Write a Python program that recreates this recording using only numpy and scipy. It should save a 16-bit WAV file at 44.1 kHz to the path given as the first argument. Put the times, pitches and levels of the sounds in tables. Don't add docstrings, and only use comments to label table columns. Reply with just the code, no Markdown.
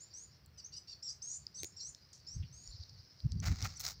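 import sys
import numpy as np
from scipy import signal
from scipy.fft import rfft, irfft
from scipy.io import wavfile
from scipy.ndimage import uniform_filter1d

SR = 44100
rng = np.random.default_rng(int(sys.argv[2]) if len(sys.argv) > 2 else 0)


def transcribe(signal):
    frames = np.atleast_2d(signal).T
    limited = np.clip(frames, -1, 1)
    pcm = np.round(limited * 32767).astype(np.int16)
    wavfile.write(sys.argv[1], SR, pcm)


N = 176400

# freq_hz, gain_db
HUSH_SPECTRUM = [(25, -21), (85, 0), (160, -4.5), (230, -10), (420, -13), (800, -17.5), (1900, -18),
                 (3000, -22), (5400, -32.5), (8600, -37.5), (13000, -38), (15200, -25), (16400, -53)]
BREEZE_SPECTRUM = [(35, -24.5), (60, -3), (95, 0), (140, -3.5), (250, -25.5)]
LITTER_SPECTRUM = [(2800, -29), (4200, 1.5), (5600, 4), (7000, -21.5), (9000, -45)]
# time_s, level_db
LITTER_ENVELOPE = [(0, -65.5), (.37, -68), (.43, -75), (1.0, -71), (2.0, -69), (2.58, -66.5), (2.76, -59.5),
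                   (2.95, -64.5), (3.12, -63), (3.22, -66), (4.0, -61)]
HUSH_DB, BREEZE_DB, BREEZE_SWING_DB = -70, -67.5, 4.5
LITTER_SWING_DB, LITTER_SWING_HZ = 1.5, 14
TWITTERS_PER_S, TWITTER_S, TWITTER_LOW_HZ, TWITTER_HIGH_HZ = 18, .035, 4100, 5800

# freq_hz, gain_db
RUMBLE_SPECTRUM = [(25, -22), (55, 3.5), (90, 5.5), (175, -7.5), (290, -20.5), (480, -40)]
# time_s, level_db
RUMBLE_ENVELOPE = [(2.32, -71), (2.36, -45), (2.45, -47), (2.52, -82), (3.22, -73), (3.25, -33.5),
                   (3.29, -46.5), (3.35, -37.5), (3.45, -40), (3.52, -29), (3.57, -55.5), (3.625, -36),
                   (3.70, -50), (3.76, -62.5), (3.96, -57.5)]
# centre_s, width_s, level_db, pitch_hz
MIC_BUMPS = [(2.368, 0.0041, -31.5, 108.5), (2.408, 0.011, -36, 91), (2.435, 0.0053, -39.5, 133),
             (2.702, 0.015, -47.5, 48.6), (2.751, 0.0084, -44.5, 99), (2.809, 0.01, -41, 83),
             (3.262, 0.0041, -22.5, 118), (3.365, 0.0039, -29.5, 146), (3.513, .014, -28, 89.2),
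             (3.638, 0.0054, -30, 102)]
# start_s, length_s, crest_fraction, middle_db, treble_db, top_db
RUB_STROKES = [(3.42, 0.032, 0.8, -46, -47.5, -62), (3.45, 0.062, 0.23, -44.5, -43.5, -56),
               (3.484, 0.086, 0.39, -53.5, -51.5, -67), (3.523, 0.33, 0.24, -58.5, -52.5, -72),
               (3.613, 0.061, 0.86, -46, -43, -53.5), (3.647, 0.012, 1, -36, -66, -68),
               (3.792, 0.036, 0.34, -56, -45.5, -47.5), (3.822, 0.13, 0.15, -52, -43, -53.5)]
# freq_hz, gain_db
CASING_MIDDLE = [(250, -20), (450, -9), (750, 0.5), (1000, -5), (1350, 2), (1650, -4), (2100, 2),
                 (3000, -11), (4000, -24)]
CASING_TREBLE = [(2600, -23.5), (4000, 8), (5200, 10.5), (6500, 8), (8000, -7.5), (11000, -53)]
CASING_TOP = [(6500, -7), (8500, -13), (13500, -12), (15200, 3.5), (15900, -10), (16300, -34)]
STROKE_EXPONENT, SKIN_CATCH_DB, SKIN_CATCH_HZ = .96, 1, 90
FRICTION_GRAINS_PER_S, FRICTION_SPREAD_DB, FRICTION_HISS_GAIN = 1800, 4, .35

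# start_s, decay_s, level_db, centre_hz
LITTER_SCUFFS = [(2.13, .03, -53, 5900), (2.426, .016, -56, 2900)]
# start_s, ring_peak_db, ring_hz, crack_re_ring_db
STALK_TICKS = [(0.461, -54, 7600, 3), (1.467, -31, 5000, -45), (1.948, -39, 5200, -44),
               (2.132, -48, 6630, -48), (2.675, -38, 5570, -37), (2.836, -46.5, 4970, -42),
               (2.895, -46, 5120, -40), (3.203, -41.5, 4330, -29), (3.3198, -37.5, 5020, -41),
               (3.401, -36, 6100, -37), (3.625, -27, 5200, -35), (3.7035, -44, 5270, -32),
               (3.723, -46, 4480, -30), (3.7745, -41.5, 7400, -14), (3.7966, -35.5, 6100, -4),
               (3.8037, -35, 5440, -19), (3.864, -27.5, 5400, -20)]
# start_s, impulse_db
SNAP_CLICKS = [(1.6332, -33.5), (1.6452, -36.5)]
# freq_hz, gain_db, t60_s
SNAP_RESONANCES = [(355, -6, 0.021), (2350, -4, 0.005), (4170, 8, 0.0019), (5560, -0.5, 0.0036),
                   (10500, -33, .0006), (15000, 1, 0.00076)]
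TICK_T60_S, TICK_SCATTER_S = .0025, .0007

# start_s, gain_db
CHIP_NOTES = [(2.704, -52.5), (2.72, -50), (2.784, -59), (2.804, -56.5), (2.823, -51)]
# start_s, length_s, gain_db, start_hz, middle_hz, end_hz
SQUAWK_NOTES = [ (.573, .039, -50.5, 985, 990, 850), (.72, .044, -49, 880, 948, 880),
                (.757, .035, -46, 930, 1015, 880), (.872, .046, -49, 860, 945, 900),
                (.908, .034, -48.5, 960, 915, 830)]
# harmonic_number, gain_db
SQUAWK_PARTIALS = [(3, -25), (4, -22), (5, -2.5), (6, -5), (7, -25), (8, -22), (10, -34)]
# start_s, length_s, gain_db, start_hz, third_hz, two_thirds_hz, end_hz, spacing_hz, side_db
CHIRP_NOTES = [ (0, .05, -52, 6750, 6950, 7100, 7200, 1800, -18),
               (.128, .128, -52.5, 5650, 6080, 6620, 7020, 1850, -14),
               (.636, .036, -48.5, 5400, 5950, 6300, 6400, 2300, -30),
               (1.022, .092, -45.5, 5300, 5600, 5450, 6750, 1950, -12),
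               (1.059, .075, -46.5, 5800, 5000, 4900, 6900, 1850, -15),
               (1.217, .165, -45.5, 5950, 6550, 6800, 7300, 1870, -16),
               (1.279, .092, -50, 5950, 5850, 6100, 6750, 1750, -8),
               (1.539, .142, -48.5, 5650, 6150, 6500, 7300, 1880, -13),
               (1.57, .038, -52, 4800, 4650, 4050, 3500, 1300, -10),
               (1.76, .08, -50.5, 5450, 5200, 4200, 5800, 1950, -11),
               (1.798, .107, -47.5, 5500, 5650, 6200, 7350, 1780, -12),
               (2.264, .098, -50.5, 5100, 5480, 5830, 6500, 1780, -15),
               (2.518, .2, -59, 6100, 6580, 6850, 7300, 1740, -14),
               (3.754, .034, -50, 6400, 5950, 5600, 5500, 1800, -18)]
CHIP_S, CHIP_TOP_HZ, CHIP_END_HZ = .0162, 5100, 3750
ATTACK_S, RELEASE_S, FADE_DB = .011, .008, 2.3
FLUTTER_DB, FLUTTER_RATE_HZ, WAVER_HZ, WAVER_RATE_HZ = 2.6, 110, 105, 330
SCOOP_FRACTION, SCOOP_S, FULL_SCOOP_LENGTH_S = .21, .0075, .1203
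LOWER_SIDE_DB, SIDE_FALL_DB_PER_HZ, OCTAVE_DB = -22, .010, -31
RASP_DB, RASP_SMEAR_S, CHIRP_CUTOFF_HZ = -18, .03, 8800

SCRUB_T60_S, SCRUB_BUILD_S, BIRD_ECHO_DB, CLICK_ECHO_DB = .21, .0044, -6.5, -24
CUTOFF_HZ = 16400


def from_db(db):
    return 10 ** (np.asarray(db) / 20)


def unit_rms(x):
    return x / np.sqrt(np.mean(x ** 2) + 1e-20)


def envelope(points):
    time_s, level_db = np.transpose(points)
    return from_db(np.interp(np.arange(N) / SR, time_s, level_db, left=-140))


def add(out, start_s, x):
    i = max(int(start_s * SR), 0)
    out[i:i + len(x)] += x[:max(N - i, 0)]


def coloured(noise, spectrum):
    hz, db = np.transpose(spectrum)
    log_hz = np.log(np.arange(N // 2 + 1) * SR / N + 1)
    gain = from_db(np.interp(log_hz, np.log(hz), db, left=-70, right=-70))
    return unit_rms(irfft(rfft(noise) * gain, N))


def drift(rate_hz, size):
    r = np.exp(-2 * np.pi * rate_hz / SR)
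    wander = signal.lfilter([1], [1, -2 * r, r * r], rng.standard_normal(size + SR // 2))
    return unit_rms(wander[-size - SR // 10:])[-size:]


def ring(x, hz, t60_s):
    r, w = from_db(-60 / (t60_s * SR)), 2 * np.pi * hz / SR
    return signal.lfilter([0, np.sin(w)], [1, -2 * r * np.cos(w), r * r], x + 1e-18)


def grains(per_s, spread_db, hiss_gain):
    sizes = from_db(spread_db * np.minimum(rng.exponential(1, N), 5)) * rng.choice([-1, 1], N)
    return unit_rms(sizes * (rng.random(N) < per_s / SR)) + hiss_gain * rng.standard_normal(N)


def note(pitch_hz):
    t = np.arange(len(pitch_hz)) / SR
    gate = np.minimum(t / ATTACK_S, 1) * np.minimum((t[-1] - t) / RELEASE_S, 1)
    gain = from_db(FLUTTER_DB * drift(FLUTTER_RATE_HZ, len(t)) - FADE_DB)
    hz = pitch_hz + WAVER_HZ * drift(WAVER_RATE_HZ, len(t))
    return np.sqrt(2) * gate * gain * np.sin(2 * np.pi * np.cumsum(hz) / SR)


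def scrub_echo(x):
    t = np.arange(SR // 2) / SR
    tail = rng.standard_normal(len(t)) * from_db(-60 * t / SCRUB_T60_S)
    tail *= 1 - np.exp(-t / SCRUB_BUILD_S)
    return signal.fftconvolve(x, tail / np.linalg.norm(tail))[:N]


def twitters():
    out = np.zeros(N)
    for slot in range(int(TWITTERS_PER_S * N / SR)):
        start_s = (slot + rng.random()) / TWITTERS_PER_S
        ends_hz = rng.uniform(TWITTER_LOW_HZ, TWITTER_HIGH_HZ, 2)
        add(out, start_s, note(np.linspace(*ends_hz, int(TWITTER_S * SR))))
    return unit_rms(scrub_echo(out))


def outdoors():
    hush = from_db(HUSH_DB) * coloured(rng.standard_normal(N), HUSH_SPECTRUM)
    gusts = from_db(BREEZE_DB + BREEZE_SWING_DB * drift(rate_hz=6, size=N))
    breeze = gusts * coloured(rng.standard_normal(N), BREEZE_SPECTRUM)
    leaves = coloured(grains(per_s=1500, spread_db=3.5, hiss_gain=1), LITTER_SPECTRUM)
    bushes = unit_rms(leaves + twitters()) * envelope(LITTER_ENVELOPE)
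    return hush + breeze + bushes * from_db(LITTER_SWING_DB * drift(LITTER_SWING_HZ, N))


def handling():
    out = envelope(RUMBLE_ENVELOPE) * coloured(rng.standard_normal(N), RUMBLE_SPECTRUM)
    t = np.arange(-SR // 10, SR // 10) / SR
    for centre_s, width_s, db, hz in MIC_BUMPS:
        thud = np.exp(-.5 * (t / width_s) ** 2) * np.sin(2 * np.pi * hz * t)
        add(out, centre_s + t[0], from_db(db) * thud)
    return out


def rubbing():
    t = np.arange(N) / SR
    friction = grains(FRICTION_GRAINS_PER_S, FRICTION_SPREAD_DB, FRICTION_HISS_GAIN)
    friction *= from_db(SKIN_CATCH_DB * drift(SKIN_CATCH_HZ, N))
    powers = np.zeros((3, N))
    for start_s, length_s, crest_fraction, *bands_db in RUB_STROKES:
        crest_s = start_s + length_s * np.clip(crest_fraction, .02, .98)
        swell = np.interp(t, [start_s, crest_s, start_s + length_s], [0, 1, 0]) ** STROKE_EXPONENT
        powers += (from_db(bands_db)[:, None] * swell) ** 2
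    bands = CASING_MIDDLE, CASING_TREBLE, CASING_TOP
    return sum(np.sqrt(power) * coloured(friction, band) for power, band in zip(powers, bands))


def scuffs():
    out, t = np.zeros(N), np.arange(N) / SR
    crunch = grains(FRICTION_GRAINS_PER_S, FRICTION_SPREAD_DB, FRICTION_HISS_GAIN)
    for start_s, decay_s, db, hz in LITTER_SCUFFS:
        decay = (t > start_s) * np.exp(-abs(t - start_s) / decay_s)
        out += from_db(db) * decay * coloured(crunch, [(hz / 2, -24), (hz, 0), (hz * 2, -36)])
    return out


def ticks():
    out, t = np.zeros(N), np.arange(SR // 50) / SR
    for start_s, db, hz, crack_db in STALK_TICKS:
        crack = np.diff(rng.standard_normal(len(t)) * np.exp(-t / TICK_SCATTER_S), prepend=0)
        body = ring(ring(crack, hz, TICK_T60_S), hz, TICK_T60_S)
        tick = body / np.abs(body).max() + from_db(crack_db) * crack / np.abs(crack).max()
        add(out, start_s, from_db(db) * tick)
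    return out


def double_snap():
    out, clicks = np.zeros(N), np.zeros(N)
    for start_s, db in SNAP_CLICKS:
        add(clicks, start_s, from_db([db]))
    for hz, db, t60_s in SNAP_RESONANCES:
        diff_gain = 2 * np.sin(np.pi * hz / SR)
        out += from_db(db) * np.diff(ring(clicks, hz, t60_s), prepend=0) / diff_gain
    return out


def chips():
    out = np.zeros(N)
    hz = np.linspace(CHIP_TOP_HZ, CHIP_END_HZ, int(CHIP_S * SR))
    for start_s, db in CHIP_NOTES:
        add(out, start_s, from_db(db) * note(hz))
    return out


def squawks():
    out = np.zeros(N)
    for start_s, length_s, db, *pitches_hz in SQUAWK_NOTES:
        hz = np.polyval(np.polyfit([0, .5, 1], pitches_hz, 2), np.linspace(0, 1, int(length_s * SR)))
        buzz = sum(from_db(partial_db) * note(k * hz) for k, partial_db in SQUAWK_PARTIALS)
        add(out, start_s, from_db(db) * buzz)
    return out


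def chirps():
    out = np.zeros(N)
    for start_s, length_s, db, *pitches_hz, spacing_hz, side_db in CHIRP_NOTES:
        t = np.arange(int(length_s * SR)) / SR
        progress = t / length_s
        glide_hz = np.polyval(np.polyfit(np.arange(4) / 3, pitches_hz, 3), progress)
        scoop = SCOOP_FRACTION * min(length_s / FULL_SCOOP_LENGTH_S, 1) * np.exp(-(t / SCOOP_S) ** 2)
        hz = glide_hz * (1 - scoop) + WAVER_HZ * drift(WAVER_RATE_HZ, len(t))
        phase = 2 * np.pi * np.cumsum(hz) / SR
        beat = 2 * np.pi * spacing_hz * t
        tone = np.sin(phase) + from_db(OCTAVE_DB) * np.sin(2 * phase)
        for k in range(1, 4):
            sides = np.sin(phase + k * beat) + from_db(LOWER_SIDE_DB) * np.sin(phase - k * beat)
            tone += from_db(k * side_db - (k - 1) * spacing_hz * SIDE_FALL_DB_PER_HZ) * sides
        gate = np.minimum(t / ATTACK_S, 1) * np.minimum((length_s - t) / RELEASE_S, 1)
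        gain = from_db(db - FADE_DB * (progress + .5) + FLUTTER_DB * drift(FLUTTER_RATE_HZ, len(t)))
        add(out, start_s, np.sqrt(2) * tone * gate * gain)
    breath = uniform_filter1d(np.abs(out), size=int(RASP_SMEAR_S * SR))
    rasp = breath * coloured(rng.standard_normal(N), LITTER_SPECTRUM)
    lowpass = signal.butter(4, CHIRP_CUTOFF_HZ, fs=SR, output="sos")
    return signal.sosfilt(lowpass, out + from_db(RASP_DB) * rasp)


def scene():
    birds = chirps() + squawks() + chips()
    clicks = ticks() + double_snap() + scuffs()
    echo = scrub_echo(from_db(BIRD_ECHO_DB) * birds + from_db(CLICK_ECHO_DB) * clicks)
    return (birds + clicks + echo + handling() + rubbing() + outdoors())[None]


def record(dry):
    return signal.sosfilt(signal.ellip(10, .2, 70, CUTOFF_HZ, fs=SR, output="sos"), dry)


dry = scene()
out = record(dry)
transcribe(out)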